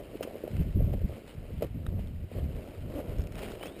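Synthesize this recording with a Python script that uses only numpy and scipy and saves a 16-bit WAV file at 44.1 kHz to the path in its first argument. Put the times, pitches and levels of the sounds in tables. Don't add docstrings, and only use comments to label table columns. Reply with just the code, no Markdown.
import sys
import numpy as np
from scipy import signal
from scipy.fft import rfft, irfft, next_fast_len
from scipy.io import wavfile
from scipy.ndimage import uniform_filter1d, map_coordinates

SR = 44100
rng = np.random.default_rng(int(sys.argv[2]) if len(sys.argv) > 2 else 0)


def unload_audio(sound):
    columns = np.transpose(np.atleast_2d(sound))
    steps = np.round(np.clip(columns, -1, 1) * 32767)
    wavfile.write(sys.argv[1], SR, steps.astype(np.int16))


N = 167580
T = np.arange(N) / SR

# frequency_hz, gain_db
HOUSING_COLOUR = [(30, -22), (110, -20), (190, 2), (320, 1), (450, 1.5), (610, 0.5), (720, -7.5),
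                  (850, -19), (1100, -17.5), (2500, -46)]
# frequency_hz, gain_db
GRIT_COLOUR = [(200, -20), (600, 2), (850, 3.5), (1080, -2.5), (1350, 1.5), (1650, -.5), (2100, 2),
               (2750, 1), (3100, 0.5), (3450, -7), (4000, -6.5), (4400, -9.5), (5200, -11), (5650, -19.5),
               (6000, -32), (7500, -32), (15000, -20)]


def amp(db):
    return 10 ** (np.asarray(db) / 20)


def unit(x):
    return x / np.sqrt(np.mean(x ** 2) + 1e-20)


def curve(rows):
    return np.interp(T, *np.transpose(rows))


def wobble(rate):
    return map_coordinates(rng.standard_normal(4096), [T * rate], mode="mirror")


def filtered(x, response):
    size = next_fast_len(N + 8192)
    spectrum = rfft(x, size) * response(np.fft.rfftfreq(size, 1 / SR))
    return irfft(spectrum, size)[:N]


def coloured(x, points):
    f, db = np.transpose(points)
    return filtered(x, lambda hz: amp(np.interp(np.log(hz + 1), np.log(f + 1), db)))


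def grains(per_s, spread_db):
    hit = rng.random(N) < per_s / SR
    size = np.minimum(rng.exponential(size=N), 4)
    sign = np.sign(rng.standard_normal(N))
    return hit * sign * amp(spread_db * size)


def wind():
    # start_s, level_db (before trim_db)
    gusts = [(0.0, -50), (0.05, -49), (0.41, -55.5), (0.5, -46), (0.51, -36.5), (0.6, -25.5), (0.64, -35.5),
             (0.68, -29), (0.74, -37), (0.76, -20.5), (0.91, -29.5), (0.94, -22.5), (1.0, -34), (1.05, -25),
             (1.07, -42), (1.13, -36), (1.17, -53.5), (1.32, -54.5), (1.38, -38), (1.48, -45),
             (1.52, -36.5), (1.59, -33), (1.69, -40.5), (1.76, -31.5), (1.82, -37), (1.89, -30.5),
             (2.16, -38), (2.18, -29.5), (2.2, -42.5), (2.25, -33.5), (2.29, -52), (2.37, -33),
             (2.43, -29.5), (2.53, -39), (2.56, -29), (2.66, -49.5), (2.76, -50.5), (2.79, -35.5),
             (3.05, -44), (3.11, -33.5), (3.14, -40), (3.19, -29.5), (3.28, -39.5), (3.72, -52),
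             (3.77, -59), (3.8, -42)]
    # frequency_hz, gain_db
    rumble_colour = [(12, -39), (22, -5), (38, 2), (58, -1.5), (82, 1), (110, -3.5), (150, -6),
                     (210, -12.5), (300, -19.5), (450, -32.5), (800, -55), (2000, -83)]
    trim_db, buffet_db, buffet_knots_per_s = -0.5, 1.5, 26
    air = unit(coloured(rng.standard_normal(N), rumble_colour))
    air /= np.sqrt(np.abs(uniform_filter1d(air ** 2, size=2600)) + 1e-6)
    lumpy = unit(air * amp(buffet_db * wobble(buffet_knots_per_s)))
    return lumpy * amp(curve(gusts) + trim_db)


def rubbing():
    # start_s, level_db (before trim_db)
    rub_levels = [(0, -47.5), (.06, -55), (.14, -50), (.185, -57), (.23, -48), (.33, -52.5), (.46, -48.5),
                  (.51, -51), (.6, -49.5), (.71, -58), (.79, -52.5), (.92, -50), (1.0, -57.5), (1.07, -53),
                  (1.18, -51), (1.27, -55.5), (1.37, -60), (1.48, -53), (1.57, -62), (1.72, -62),
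                  (1.95, -53), (2.14, -63), (2.29, -62), (2.38, -46.5), (2.45, -55), (2.63, -48),
                  (2.82, -55), (2.91, -47.5), (2.98, -48), (3.11, -46), (3.16, -50.5), (3.36, -51),
                  (3.43, -46.5), (3.57, -51.5), (3.65, -48), (3.8, -52)]
    trim_db = 4
    slips = unit(coloured(grains(per_s=900, spread_db=2.5), HOUSING_COLOUR))
    return slips * amp(curve(rub_levels) + trim_db)


def judder():
    centre_s, width_s, level_db = 2.985, 0.025, -36
    slip_hz, unevenness = 290.8, 0.14
    slip_rate = slip_hz * np.exp(unevenness * wobble(150))
    slip_count = np.floor(np.cumsum(slip_rate) / SR)
    slips = np.diff(slip_count, prepend=0)
    creak = unit(coloured(slips - slips.mean(), HOUSING_COLOUR))
    swell = np.exp(-0.5 * ((T - centre_s) / width_s) ** 2)
    return creak * amp(level_db) * swell


def knocks():
    # peak_s, peak_db, pitch_hz
    blows = [(.1465, -38, 460), (0.1558, -27.5, 358), (0.2099, -23, 500), (0.221, -36, 503),
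             (.252, -32, 400), (.2764, -28, 484), (.284, -37, 540), (0.3112, -34, 564), (0.3562, -27, 490),
             (0.4399, -23.5, 417), (0.4514, -33, 334), (0.479, -25.5, 530), (.614, -31, 325),
             (.769, -28.5, 322), (0.8072, -27, 495), (.822, -19, 134), (.9388, -29, 576), (0.983, -40, 420),
             (1.018, -33, 468), (1.0966, -32.5, 493), (1.5061, -35, 424), (1.6245, -20.5, 510),
             (1.6352, -28.5, 520), (1.648, -31, 420), (1.9933, -34.5, 557), (2.3169, -34, 490),
             (2.3545, -34, 450), (2.3857, -33, 460), (2.438, -29, 84), (2.5955, -40, 587),
             (3.0023, -28.5, 530), (3.1219, -36, 465), (3.197, -22.5, 67), (3.4156, -32, 483),
             (3.5383, -32, 396), (3.6128, -33, 610), (3.6576, -32.5, 580)]
    rise_cycles, fall_cycles = 0.44, 0.74
    out = np.zeros(N)
    for s, db, hz in blows:
        near = np.abs(T - s) < 0.06
        cycles = (T[near] - s) * hz
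        width = np.where(cycles < 0, rise_cycles, fall_cycles)
        envelope = np.exp(-0.5 * (cycles / width) ** 2)
        out[near] += amp(db) * np.cos(2 * np.pi * cycles) * envelope
    return out


def patchy(x, depth_db):
    spectrogram = signal.stft(x, nperseg=256)[2]
    field = rng.standard_normal(spectrogram.shape)
    field = uniform_filter1d(field, size=3, axis=0)
    field = uniform_filter1d(field, size=8, axis=1)
    shaped = spectrogram * amp(depth_db * unit(field))
    return unit(signal.istft(shaped, nperseg=256)[1][:N])


def grit():
    # start_s, level_db (before the coarse and dust gains)
    grind_levels = [(0, -61), (.2, -59.5), (.45, -59.5), (.58, -58.5), (.75, -62), (.9, -61.5), (1.02, -63),
                    (1.17, -58), (1.24, -64), (1.29, -57), (1.39, -64), (1.52, -61.5), (1.6, -60.5),
                    (1.72, -65.5), (1.8, -63.5), (1.94, -65.5), (2.01, -62.5), (2.13, -65.5), (2.28, -66),
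                    (2.32, -59.5), (2.39, -57.5), (2.48, -61.5), (2.6, -59.5), (2.76, -60), (2.87, -63),
                    (2.94, -57.5), (3.0, -58), (3.05, -60.5), (3.12, -58), (3.3, -62.5), (3.38, -53),
                    (3.44, -51.5), (3.49, -53), (3.53, -53.5), (3.59, -59), (3.65, -53.5), (3.73, -61.5),
                    (3.8, -56)]
    coarse_db, dust_db = -3.5, -1.5
    wobble_db, patch_db = 1.5, 1.8
    crackle = grains(per_s=800, spread_db=3) * amp(wobble_db * wobble(48))
    coarse = patchy(unit(coloured(crackle, GRIT_COLOUR)), patch_db)
    dust = patchy(unit(coloured(rng.standard_normal(N), GRIT_COLOUR)), patch_db)
    return amp(curve(grind_levels)) * (amp(coarse_db) * coarse + amp(dust_db) * dust)


def scuffs():
    # start_s, length_s, crunch_db, scrape_db, edge_db (before sag and fades)
    slides = [(0.226, 0.023, -47.5, -42, -41), (.476, 0.0058, -45.5, -55, -72), (0.565, .01, -50, -60, -73),
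              (0.866, 0.0065, -49, -62, -75), (0.929, 0.021, -54.5, -41, -70),
              (1.278, 0.024, -58.5, -57, -82), (1.992, .04, -60.5, -56.5, -78),
              (1.606, 0.022, -58, -44, -79), (1.622, 0.025, -48.5, -34, -72),
              (1.643, 0.034, -58.5, -43.5, -82), (2.938, .04, -58, -45, -74),
              (2.976, 0.036, -57, -44.5, -78), (3.381, 0.021, -48, -55, -72),
              (3.419, 0.047, -49, -40.5, -68), (3.501, .022, -54, -47, -57), (3.629, 0.0082, -42, -44, -68),
              (3.656, 0.021, -51, -47, -61)]
    # frequency_hz, gain_db
    edge_colour = [(400, -23), (1000, -1), (1350, 1), (1750, -11), (2200, -0.5), (2700, -1.5), (3150, 5.5),
                   (3600, -13), (4400, -22), (5200, -6.5), (6800, -18), (7600, -32), (9000, -8.5),
                   (11000, -27), (13500, -25), (15200, -6)]
    rise_s, fall_s, sag_db = 0.0013, 0.0047, 6
    colours = (GRIT_COLOUR, HOUSING_COLOUR, edge_colour)
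    layers = np.array([unit(coloured(grains(per_s=1400, spread_db=3.5), c)) for c in colours])
    out = np.zeros(N)
    for s, length, *levels_db in slides:
        rise = np.clip((T - s) / rise_s, 0, 1)
        fall = np.exp(-np.maximum(T - s - length + fall_s, 0) / fall_s)
        sag = amp(-sag_db * np.clip((T - s) / length, 0, 1))
        out += rise * fall * sag * (amp(levels_db) @ layers)
    return out


def pebbles():
    # start_s, tick_db, clack_db (noise level at onset, before the stone's colour)
    clicks = [(.2318, -30.5, -48), (.6335, -46, -55), (1.171, -50, -58), (1.2795, -47, -50),
              (1.8656, -45.5, -29), (1.8695, -60, -45), (1.889, -54, -42.5), (2.073, -51, -45.5),
              (2.594, -59, -53), (3.185, -40, -54), (3.196, -43, -40), (3.207, -41, -51), (3.219, -39, -56),
              (3.239, -40, -47), (3.272, -37, -54), (3.3225, -37.5, -49), (3.355, -36.5, -40),
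              (3.3795, -37, -44), (3.3919, -35, -43), (3.428, -48, -40), (3.519, -45, -34),
              (3.6355, -46, -29), (3.657, -37, -45), (3.666, -41, -52), (3.67, -34, -52), (3.790, -44, -47)]
    # frequency_hz, gain_db
    tick_colour = [(400, -20), (1500, 0), (2600, 1.5), (3300, -5), (4100, -6), (4700, -12), (5400, -1),
                   (6100, -21.5), (6800, -17), (7800, -15), (9500, -18), (11000, -18), (15000, -15)]
    # frequency_hz, gain_db
    clack_colour = [(200, -5), (650, 12), (900, 1), (1200, 7), (1900, -1), (2250, -10), (2600, -9.5),
                    (3800, -0.5), (4400, -24), (5200, -14), (6000, -26), (7000, -26), (8300, -20),
                    (9500, -30), (15000, -25)]
    t60_s = 0.013
    out = np.zeros((2, N + SR))
    t = np.arange(SR // 20) / SR
    decay = amp(-60 * t / t60_s)
    for s, *levels_db in clicks:
        start = round(s * SR)
        bursts = decay * rng.standard_normal((2, len(t)))
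        out[:, start:start + len(t)] += amp(levels_db)[:, None] * bursts
    tick, clack = out[:, :N]
    return coloured(tick, tick_colour) + coloured(clack, clack_colour)


def squeaks():
    # start_s, length_s, level_db (rms at mid-squeak, before flicker),
    # start_hz, end_hz (before jitter)
    cries = [(3.44, 0.024, -60, 2950, 3650), (3.606, 0.049, -51.5, 2930, 3170),
             (3.654, .022, -52, 2537, 2650), (3.672, .028, -57, 3290, 3490),
             (3.698, 0.087, -67, 3510, 3960)]
    jitter_hz, flicker_db = 28, 1
    out = np.zeros(N)
    jitter = jitter_hz * wobble(500)
    for s, length, db, start_hz, end_hz in cries:
        progress = np.clip((T - s) / length, 0, 1)
        hz = start_hz + (end_hz - start_hz) * progress + jitter
        arch = np.sqrt(2 * np.abs(np.sin(np.pi * progress)))
        out += amp(db) * arch * np.sin(2 * np.pi * np.cumsum(hz) / SR)
    return out * amp(flicker_db * wobble(120))


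def scene():
    on_camera = wind() + rubbing() + judder() + knocks()
    on_slope = grit() + scuffs() + pebbles() + squeaks()
    return (on_camera + on_slope)[None]


def record(dry):
    hold_hz, mirror_db, top_hz = 12000, 0.5, 15400
    low = filtered(dry[0], lambda hz: hz < hold_hz / 2)
    images = 2 * low * np.cos(2 * np.pi * hold_hz * T)
    mirror = filtered(images, lambda hz: (hz - hold_hz) / np.maximum(hz, hold_hz / 2))
    return filtered(dry[0] + amp(mirror_db) * mirror, lambda hz: hz < top_hz)[None]


dry = scene()
out = record(dry)
unload_audio(out)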